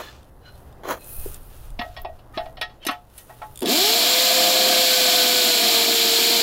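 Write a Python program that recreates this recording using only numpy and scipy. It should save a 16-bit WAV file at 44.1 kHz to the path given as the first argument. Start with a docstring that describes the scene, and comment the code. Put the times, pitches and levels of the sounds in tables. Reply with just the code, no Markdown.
"""Outdoors, a worker's boots scuff grit and cloth slides, with small ticks and wind rumble in a murmuring yard.
A hammer drill's bit then knocks against a steel stand, which rings with its own set of decaying tones.
Gears tick as the trigger is squeezed, and the ratchet runs up to some five hundred blows a second.
Each blow adds to a clean tone, rings stand and concrete and throws a puff of grit, heard as hiss.
As the worker leans in, the drill slows. One microphone hears it all, with a short echo of the small hard sounds."""
import sys
import numpy as np
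from scipy import signal
from scipy.fft import rfft, irfft
from scipy.io import wavfile
from scipy.ndimage import uniform_filter1d

SR = 44100
rng = np.random.default_rng(int(sys.argv[2]) if len(sys.argv) > 2 else 0)


def transcribe(signal):
    """Save signal, clipped to [-1, 1], as a 16-bit WAV file at the path in sys.argv[1]."""
    frames = np.atleast_2d(signal).T
    limited = np.clip(frames, -1, 1)
    pcm = np.round(limited * 32767).astype(np.int16)
    wavfile.write(sys.argv[1], SR, pcm)


N = 283210  # length of the scene in samples


def undb(db):
    """Turn decibels into a plain gain."""
    return 10 ** (np.asarray(db) / 20)


def unit(x):
    """Scale a sound to an average (rms) level of 1."""
    return x / np.sqrt(np.mean(x ** 2))


def curves(table, outside_db=-120):
    """Columns of a table at every sample; outside_db beyond its span, but a table reaching the end holds."""
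    s, *columns = np.transpose(table)
    t = np.arange(N) / SR
    stops_early = s[-1] < N / SR - .02
    return [np.interp(t, s, c, outside_db, outside_db if stops_early else c[-1]) for c in columns]


def colour(x, spectrum, peaks=()):
    """Shape x by (pitch_hz, level_db) points and bell-shaped lifts; rms 1."""
    hz = np.maximum(np.fft.rfftfreq(N, 1 / SR), 1)
    point_hz, point_db = np.transpose(spectrum)
    db = np.interp(np.log(hz), np.log(point_hz), point_db, -90, -90)
    for centre_hz, width_hz, lift_db in peaks:
        db = db + lift_db * np.exp(-2 * ((hz - centre_hz) / width_hz) ** 2)
    return unit(irfft(rfft(x) * undb(db), N))


def ring(x, hz, width_hz):
    """Resonance with gain 1 at its centre."""
    return signal.lfilter(*signal.iirpeak(min(hz, .45 * SR), hz / width_hz, SR), x)


def body(x, peaks):
    """Steep resonances side by side, each filtered twice; rms 1."""
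    total = 0
    for k, (hz, width_hz, db) in enumerate(peaks):
        mode = ring(ring(x, hz, width_hz), hz, 2.0 * width_hz)
        total = total + (-1) ** k * undb(db) * mode  # neighbours have opposite signs
    return unit(total)


def band(x, lo_hz, hi_hz):
    """Keep the part of a sound between two pitches."""
    return signal.sosfilt(signal.butter(2, [lo_hz, hi_hz], "band", fs=SR, output="sos"), x)


def walk(rate):
    """Random levels held 1 / rate s and smoothed twice; spread near 1."""
    k = int(SR / rate)
    steps = np.repeat(rng.standard_normal(N // k + 1), k)
    return 1.3 * uniform_filter1d(uniform_filter1d(steps, k), k)[:N]


def add(out, s, sound, db):
    """Place a sound at time s with the given peak level."""
    i = int(s * SR)
    out[i:i + len(sound)] += (sound * undb(db) / np.max(np.abs(sound)))[:N - i]


def fade(t60, length=.5):
    """Dying-away curve that falls by 60 dB in t60 seconds."""
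    return np.exp(-np.log(1000) * np.arange(int(length * SR)) / SR / t60)


def grains(per_s, spread_db):
    """Clicks at random moments with a long tail of sizes."""
    return (rng.random(N) < per_s / SR) * rng.standard_normal(N) * undb(spread_db * rng.exponential(size=N))


def swell(s, rise, hold, fall):
    """Gain that rises from -25 dB, holds at 1 and falls to -25 dB, straight in dB; silent outside."""
    corners_s = s + np.cumsum([0, rise, hold, fall])
    return undb(np.interp(np.arange(N) / SR, corners_s, [-25, 0, 0, -25], -120, -120))


def speed():
    """Blows per second: the motor runs up through two lags, trigger and rotor, to what the load allows."""
    # ratchet speed that the load allows, sinking as the worker leans in: time_s, blows_per_s
    allowed = [(3.5, 518), (4.5, 518.5), (4.8, 514.2), (5.1, 503), (5.4, 497.1), (5.58, 483.5),
               (5.7, 467.5), (6.0, 461.5), (6.12, 460.3), (6.25, 467), (6.42, 469.2)]
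    trigger_s, run_up_s, squeeze_s = 3.583, .14, .04
    t = np.maximum(np.arange(N) / SR - trigger_s, 0)
    lags = run_up_s * np.exp(-t / run_up_s) - squeeze_s * np.exp(-t / squeeze_s)
    still_missing = lags / (run_up_s - squeeze_s)  # share of the full speed
    return curves(allowed, outside_db=0)[0] * (1 - still_missing)


def drill():
    """Ratchet blows: a clean tone at their rate, uneven blows ringing stand and slab, grit hissing once a blow."""
    # colour of bit and concrete: pitch_hz, level_db (per Hz)
    grind_colour = [(470, -37.5), (800, -16.5), (1320, -19), (1490, -13.5), (1960, -14), (2370, -6.5),
                    (2680, -10), (3200, -5.5), (3760, -6), (4150, -2), (6190, -14), (7370, -10.5),
                    (8250, -17.5), (13900, -17), (15800, -17.5)]
    # bell-shaped lifts on that colour: pitch_hz, width_hz, lift_db
    grind_lifts = [(2305, 230, 1), (3200, 530, 2), (4073, 1120, 2.5), (5490, 83, 6), (7373, 800, 3),
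                   (13080, 2050, 4.5)]
    # resonances of the stand under the blows: pitch_hz, width_hz, level_db (relative)
    stand_peaks = [(712, 50, 5), (649.1, 130, -3), (874.2, 30, -11), (930.4, 62, -14.5), (1222, 159, -11),
                   (1693.3, 51, -7)]
    # resonances of concrete and base plate: pitch_hz, width_hz, level_db (relative)
    slab_peaks = [(212.96, 36.14, 1), (334.4, 175.5, 0.5)]
    # clean tones of the blows: time_s, blow_tone_db, octave_db, third_harmonic_db (rms, before wavering)
    tone_levels = [(3.64, -55, -42, -44), (3.7, -27, -31, -35), (3.8, -26, -29, -42),
                   (3.92, -29.5, -39, -44), (4.04, -36, -46, -43), (4.14, -28, -45, -42),
                   (4.6, -26.5, -48, -44), (5.0, -28.5, -50, -37.5), (5.42, -30, -52, -36),
                   (5.6, -33, -46, -45), (5.95, -29.5, -43, -50), (6.42, -32, -40, -46)]
    teeth, full_speed = 16, 500  # ratchet teeth per turn of the chuck; reference speed in blows per s
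    hz = speed()
    octaves = np.log2(np.maximum(hz, 80) / full_speed)

    def follow_speed(db, db_per_octave, start_s, attack_s):
        """Level that starts when the bit bites and follows the speed; db is the level at full_speed."""
        return undb(db + db_per_octave * octaves) * swell(start_s, attack_s, 10, 1)

    turns = np.cumsum(hz) / SR  # counted in blows, not in turns of the chuck
    blow, phase = turns.astype(int), turns % 1
    tone = 0
    for k, (db, waver_db) in enumerate(zip(curves(tone_levels), (1.4, 3.0, 2.5)), 1):
        tone = tone + undb(db + waver_db * walk(25)) * np.sin(2 * np.pi * k * turns)

    # the two-edged bit repeats its pattern of blows every half turn; the concrete adds its own scatter
    edges = unit(rng.standard_normal(teeth // 2))[blow % (teeth // 2)]
    scatter = rng.standard_normal(N // 40)[blow]
    uneven = (np.diff(blow, prepend=0) > 0) * (.7 * edges + scatter)
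    shake = unit(uneven) + .7 * rng.standard_normal(N)

    wobble = 1 + 0.0706 * np.cos(2 * np.pi * turns / teeth)  # once per turn of the chuck
    pulse = 1 + 0.344 * np.cos(2 * np.pi * turns)  # once per blow
    wash = colour(rng.standard_normal(N) * wobble * pulse, grind_colour, grind_lifts)
    puff_gain = undb(.8 * edges + .8 * scatter) * np.exp(-phase / .35)  # fades until the next blow
    puff = colour(rng.standard_normal(N) * puff_gain, grind_colour, grind_lifts)
    # the treble follows each blow closely, the middle rings on between them
    treble = unit(band(puff, 4180, 16400))
    grind = unit(wash + undb(-11.5) * treble + undb(-10) * puff)
    grind = follow_speed(-13.8, 3, 3.63, .065) * undb(0.588 * walk(9.8)) * grind

    # as the hole deepens the stand rings less and the slab drums more
    boring_s = np.arange(N) / SR - 3.7
    ringing_gain = follow_speed(-30.3, 0, 3.63, .04) * undb(-.7 * boring_s + 1.8 * walk(6))
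    drumming_gain = follow_speed(-37.5, -6, 3.61, .01) * undb(.9 * boring_s + 1.2 * walk(5))
    ringing = ringing_gain * body(shake, stand_peaks)
    drumming = drumming_gain * body(shake, slab_peaks)
    sound = np.sqrt(2) * tone + ringing + drumming + grind
    # low cut: nothing deep is heard in the drill
    return signal.sosfilt(signal.butter(6, 155, "high", fs=SR, output="sos"), sound)


def knocks():
    """Each knock is a blow and a short rattle that ring the stand's modes; where it lands sets its colour."""
    # bit against the stand: start_s, level_db, boom_db (near 700 Hz), brightness_db (above 3 kHz),
    # edge_db (above 7 kHz), rattle_t60_s; all levels relative
    hits = [(1.7903, -35, 17, 10, -26, .047), (1.8118, -29, 5, -1, -30, .046),
            (1.8444, -53, 28, 0, -15, .12), (1.9645, -38, 14, 5, -24, .09),
            (2.0471, -36, 22, -2, -33, .045), (2.0874, -62, 41, 3, -12, .08),
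            (2.1878, -65, 20, 11, -3, .06), (2.374, -30, 15, 5, -28, .04), (2.3994, -38, 3, -3, -30, .065),
            (2.4568, -45, 17, 2, -17, .05), (2.5696, -46, 14, 9, -24, .06), (2.612, -24, 2, 5, -12, .076),
            (2.6938, -50, 5, 2, -21, .12), (2.8501, -45, 14, 12, 11, .03), (2.866, -30, 2, 9, 9, .038),
            (2.8847, -18.5, 0, -1, -21, .076), (2.9094, -31, 3, -2, -10, .11),
            (3.1775, -56, 0, 13, 21, .09), (3.2949, -39, 7, -17, -27, .08), (3.417, -30, 4, -14, -32, .085),
            (3.62, -44, 20, 11, 4, .05), (3.6547, -42, 16, 19, 2, .12)]
    # tones of the steel stand: pitch_hz, level_db (relative), t60_s (longest ring, shortened below)
    stand_modes = [(470, -12, 0.057), (650.5, 1.5, 0.162), (718.04, -2, .3), (860.6, -5, 0.4),
                   (1107, -1, 0.089), (1308, 1, 0.271), (1516, -21.5, 0.15), (1727, -2.5, 0.0924),
                   (1884.5, 6.5, 0.142), (2156, -9, 0.11), (2473, -3, 0.17), (2677, 1, 0.076),
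                   (2957, -4.5, 0.095), (3079, 1, 0.096), (3408, 1.5, 0.087), (3530, -9.5, 0.049),
                   (3880, 3, 0.057), (4297, -2.5, 0.066), (4730, -13.5, 0.038), (5290, -3.5, .12),
                   (5940, -24, 0.09), (6187, -9, 0.07), (7620, -27, 0.097), (9380, -21.5, .1),
                   (11760, -7, .1), (12100, -14, .07)]
    # colour of a knock: pitch_hz, level_db, then the shares of boom, brightness and edge (plain factors)
    knock_colour = [(480, -12, .8, 0, 0), (720, 1.5, 1, 0, 0), (1100, -1, .25, 0, 0), (1500, 0, 0, 0, 0),
                    (2900, 0, 0, 1, 0), (4500, -5, 0, 1.2, 0), (5400, -10, 0, 1.3, .1), (6800, -3, 0, 0, 1),
                    (11500, 0, 0, 0, 1)]
    out, (hz, mode_db, t60) = np.zeros(N), np.transpose(stand_modes)
    t = np.arange(SR // 2) / SR
    log_hz = np.log(np.maximum(np.fft.rfftfreq(len(t), 1 / SR), 1))
    # modes relative to their neighbours; the overall colour comes from the knock
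    own_db = mode_db - uniform_filter1d(mode_db, size=7)
    # hands and ground damp the modes: 160 cycles plus 0.04 s at most
    decay = np.exp(-np.log(1000) * t / np.minimum(t60, 160 / hz + .04)[:, None])
    colour_hz, colour_db, *shares = np.transpose(knock_colour)
    for s, db, *parts_db, rattle_s in hits:
        # every knock meets the modes with slightly different strengths and pitches
        chance = rng.standard_normal((2, len(hz)))
        mode_hz = hz * (1 + .008 * chance[1])
        modes = undb(own_db + 3.5 * chance[0]) @ (np.sin(2 * np.pi * mode_hz[:, None] * t) * decay)
        push = rng.standard_normal(len(t)) * fade(rattle_s)
        push[:3] += 2.0  # the blow itself
        # the treble of the rattle dies first
        hiss = rng.standard_normal(len(t))
        crack = band(hiss, 140, 5920) * fade(1.28 * rattle_s)
        crack += undb(3.5) * band(hiss, 6650, 11130) * fade(0.526 * rattle_s)
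        sound = unit(signal.fftconvolve(push, modes)[:len(t)]) + unit(crack)
        shape_db = np.interp(log_hz, np.log(colour_hz), colour_db + np.dot(parts_db, shares))
        shape_db -= 40 * np.maximum(np.log(300) - log_hz, 0)  # steep fall below 300 Hz
        shaped = irfft(rfft(sound) * undb(shape_db), len(t))[:len(t) * 4 // 5]
        onset = 1 - np.exp(-t[:len(shaped)] / .0015)  # soft start of the contact
        i = int(s * SR)
        out[i:i + len(shaped)] += shaped * onset * undb(db - 15)
    return out


def ticks():
    """A sharp click and a tiny rattle through a small hard body; gears tick too as they take up their slack."""
    # small hard ticks: start_s, level_db (5 dB below the peak), under_6khz_db, over_10khz_db (both relative)
    single_ticks = [(0.2306, -50.5, -6, -15.5), (0.5544, -51, -5, -5.5), (0.7262, -53.5, -5, -12),
                    (1.044, -36, -23, -6), (1.3441, -29, -22, -15), (1.4316, -48, -19.5, -15),
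                    (1.704, -43, -12.5, -4), (2.0168, -40.5, 4, 16), (2.354, -54, 17, -8),
                    (3.47, -53, -8.5, 1), (3.5418, -49, -10.5, 3), (3.6589, -20, 6, 6.5)]
    # resonances of the small hard body: pitch_hz, width_hz, level_db (relative)
    tick_peaks = [(3660, 305, 5), (5000, 700, -3.5), (7180, 183, -14), (8750, 1280, -7), (10460, 930, -6),
                  (12040, 404, -3), (15200, 640, -22)]
    out = np.zeros(N)
    # six gear ticks under the trigger, their gaps closing ever faster
    k = np.arange(6)
    first_s, gap_s, closing_s = 3.5582, .0167, .0004
    times = first_s + k * gap_s - np.cumsum(closing_s * np.maximum(k - 1, 0) ** 2)
    # level, under 6 kHz and over 10 kHz (dB) of the first tick, and their growth per tick
    levels_db = (-31, -18, -12) + np.outer(k, (1.0, 2.5, 2.5))
    slack = np.column_stack([times, levels_db])
    for s, db, low_db, high_db in [*single_ticks, *slack]:
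        burst = rng.standard_normal(SR // 5) * fade(.017, length=1 / 5)
        burst[0] += 5.0  # the click
        sound = 0
        for hz, width_hz, mode_db in tick_peaks:
            mode_gain = undb(mode_db + low_db * (hz < 6000) + high_db * (hz > 10000))
            sound = sound + mode_gain * ring(burst, hz, width_hz)
        add(out, s, sound, db + 5)
    return out


def clinks():
    """Bright top of a few ticks and knocks: a short rattle through three high, narrow modes."""
    # thin high clinks: start_s, peak_db, t60_s (of the rattle)
    clink_list = [(1.8113, -45.5, 0.15), (1.9909, -50, 0.15), (2.017, -32, 0.04)]
    # the three high modes: pitch_hz, width_hz, level_db (relative)
    clink_peaks = [(12514, 200, 0), (14120, 214, -3), (15330, 250, -3)]
    out = np.zeros(N)
    for s, db, t60 in clink_list:
        add(out, s, body(rng.standard_normal(SR // 2) * fade(t60), clink_peaks), db)
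    return out


def thuds():
    """Dull bumps: a soft push rings one low mode."""
    # bumps: start_s, peak_db, pitch_hz, t60_s
    bumps = [(1.26, -22.5, 397.5, 0.016), (1.793, -25, 247.6, 0.0304), (2.045, -37.5, 367, 0.049),
             (2.372, -24, 315, 0.0144), (2.866, -21, 323, 0.0242), (2.89, -23, 277, 0.04),
             (3.623, -20, 269.6, 0.047), (3.654, -15.5, 310, 0.0237), (3.682, -19.5, 375, 0.038)]
    out = np.zeros(N)
    t = np.arange(SR // 2) / SR
    for s, db, hz, t60 in bumps:
        soft_start = 1 - np.exp(-t / 0.006)
        add(out, s, np.sin(2 * np.pi * hz * t) * fade(t60) * soft_start, db)
    return out


def boots():
    """Boots scuffing: dense grit grains crushed under a sole."""
    # scuffs: start_s, rise_s, hold_s, fall_s, level_db, over_4khz_db (relative)
    scuff_list = [(-.01, .005, .005, .06, -30, -12), (.03, .005, .02, .15, -51, -7),
                  (.83, .006, .03, .03, -35, -18), (.865, .022, .025, .075, -24, -13)]
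    # colour of their lower part: pitch_hz, level_db (per Hz)
    scuff_colour = [(110, -51), (180, -18.5), (321, 0), (613, -3.5), (730, -6), (996, 0.5), (2450, -16.5),
                    (4500, -31.5), (5850, -62.5), (9900, -120)]
    # bell-shaped lifts on both parts: pitch_hz, width_hz, lift_db
    scuff_lifts = [(610, 276, 4.5), (1004, 150, -1.5), (3294, 420, 10), (4003, 270, 9.5), (6560, 1560, 12),
                   (11040, 1280, 7)]
    grit = unit(grains(5000, spread_db=2.0)) + 0.69 * rng.standard_normal(N)
    low = colour(grit, scuff_colour, scuff_lifts)
    high = colour(grit, [(4000, -2), (8500, -8), (15800, 5)], scuff_lifts)
    total = 0
    for *shape, db, high_db in scuff_list:
        total = total + swell(*shape) * undb(db) * (low + undb(high_db) * high)
    return undb(1.83 * walk(89.72)) * total


def rubs():
    """Rubbing sounds with a faint squeal, on steel or cloth: rough friction excites narrow resonances."""
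    # rubbing sounds: start_s, rise_s, hold_s, fall_s, level_db
    rub_list = [(.0, .02, .08, .04, -46), (.41, .055, .02, .09, -47), (.98, .015, .27, .04, -59.5),
                (2.335, .008, .03, .01, -44), (2.8, .03, .025, .01, -46)]
    # one list of resonances for each rub: pitch_hz, width_hz, level_db (relative)
    squeal_peaks = [
        [(1728, 87, 0.5), (2953, 66, -3.5), (3468, 98, -2), (4205, 122, -4), (5130, 35, -13)],
        [(1467, 150, 1), (2600, 44, -13.5), (2920, 117, -5.5), (4104, 59, 2.5)],
        [(2535, 112, 0.5), (4135, 173, -3.5)],
        [(1239.2, 18.3, 3), (1815, 27, -2), (2360, 28.5, -13.5), (2930, 31, -21)],
        [(2613, 52, 0), (3130, 140, 0.5), (3760, 35, -9.5), (4400, 35, -10.5)],
    ]
    friction = rng.standard_normal(N) * undb(2.6 * walk(80))
    rough = undb(-6.5) * unit(band(friction, 500, 3610))
    total = 0
    for (*shape, db), peaks in zip(rub_list, squeal_peaks):
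        total = total + swell(*shape) * undb(db) * (body(friction, peaks) + rough)
    return total


def cloth():
    """Fine hiss of fabric, its upper and lower part flickering apart, with a rustle lower in pitch."""
    # cloth sliding: start_s, rise_s, hold_s, fall_s, hiss_db, rustle_db
    swishes = [(-.1, .05, .05, .3, -63, -46), (.4, .15, .05, .3, -68, -64), (.93, .16, .14, .2, -40, -59),
               (1.2, .05, .1, .04, -51, -62), (1.35, .1, .22, .15, -56, -61),
               (1.75, .05, .05, .4, -68, -58), (2.3, .05, .08, .15, -67, -64),
               (3.08, .1, .04, .14, -51, -66), (3.2, .1, .3, .05, -60, -65)]
    # colour of the hiss: pitch_hz, level_db (per Hz)
    hiss_colour = [(4120, -33.5), (7000, -19), (7730, -24.5), (7970, -16), (9220, -7), (11400, -6.5),
                   (12500, -6), (14000, -3), (15800, -9)]
    # colour of the rustle: pitch_hz, level_db (per Hz)
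    rustle_colour = [(710, -33.5), (1200, -0.5), (2260, -10.5), (2570, -5), (3590, -7.5), (8000, -17.5),
                     (10400, -51), (17600, -120)]
    # bell-shaped lift on both: pitch_hz, width_hz, lift_db
    cloth_lifts = [(10800, 680, 3)]
    # faint steady levels, heard between the slides
    hiss_gain, rustle_gain = undb(-70), undb(-69)
    for *shape, hiss_db, rustle_db in swishes:
        slide = swell(*shape)
        hiss_gain = hiss_gain + undb(hiss_db) * slide
        rustle_gain = rustle_gain + undb(rustle_db) * slide
    fibres = unit(grains(1200, spread_db=2.5)) + 1.5 * rng.standard_normal(N)
    hiss = colour(fibres, hiss_colour, cloth_lifts)
    rustle = colour(fibres, rustle_colour, cloth_lifts)
    lower = band(hiss, 4900, 10060)
    hiss = undb(1.7 * walk(12)) * lower + undb(1.15 * walk(15)) * (hiss - lower)
    return hiss_gain * hiss + rustle_gain * undb(2.17 * walk(18)) * rustle


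def air():
    """Gusty rumble on the microphone over the murmur of the yard, both made of filtered noise."""
    # wind and handling on the microphone: time_s, deep_db (under 50 Hz), low_db (50 to 140 Hz)
    rumble = [(0.0, -56, -52), (.8, -51, -48), (1.1, -48, -52), (1.2, -31, -39), (1.32, -33, -46),
              (1.43, -44, -50), (1.62, -45, -43), (1.72, -32, -45), (1.93, -50, -46), (2.0, -38, -43),
              (2.23, -54, -49), (2.45, -42, -54), (2.8, -53, -56), (3.06, -58, -58), (3.45, -55, -53),
              (3.57, -49, -46), (3.7, -69, -77), (6.42, -69, -77)]
    # colour of the yard: pitch_hz, level_db (per Hz)
    yard_colour = [(71, -27), (120, -0.5), (156, -12.5), (501, -14.5), (544, -13), (602, -14.5),
                   (785, -15.5), (2090, -32.5), (2270, -45), (15800, -65.5)]
    # murmur of the yard, silent after the last row: time_s, level_db (before wavering)
    murmur = [(0.0, -52), (1.3, -50), (2.6, -52.5), (3.05, -56.5), (3.5, -51), (3.7, -54)]
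    deep_db, low_db = curves(rumble)
    deep = unit(band(rng.standard_normal(N), 6.9, 31.1))
    low = unit(band(band(rng.standard_normal(N), 37, 86), 29.6, 137))
    murmur_gain = undb(curves(murmur)[0] + 1.5 * walk(5))
    return undb(deep_db) * deep + undb(low_db) * low + murmur_gain * colour(rng.standard_normal(N), yard_colour)


def scene():
    """Add all the layers; the short knocks, ticks, clinks and thuds also echo."""
    close = knocks() + ticks() + clinks() + thuds()
    # fence and wall send back a short diffuse tail
    tail = band(rng.standard_normal(SR // 2), 200, 7460) * fade(0.1288)
    tail = tail / np.sqrt(np.sum(tail ** 2))
    echoing = close + undb(-14) * signal.fftconvolve(close, tail)[:N]
    return np.tile(echoing + drill() + boots() + rubs() + cloth() + air(), (2, 1))


def record(dry):
    """One microphone on both channels; loud peaks are rounded and the top is cut steeply."""
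    limit, top_hz = .44, 15800  # limit: the highest level the rounding lets through
    rounded = limit * np.tanh(dry / limit)
    return signal.sosfilt(signal.ellip(12, .2, 100, top_hz, fs=SR, output="sos"), rounded)


dry = scene()
out = record(dry)
transcribe(out)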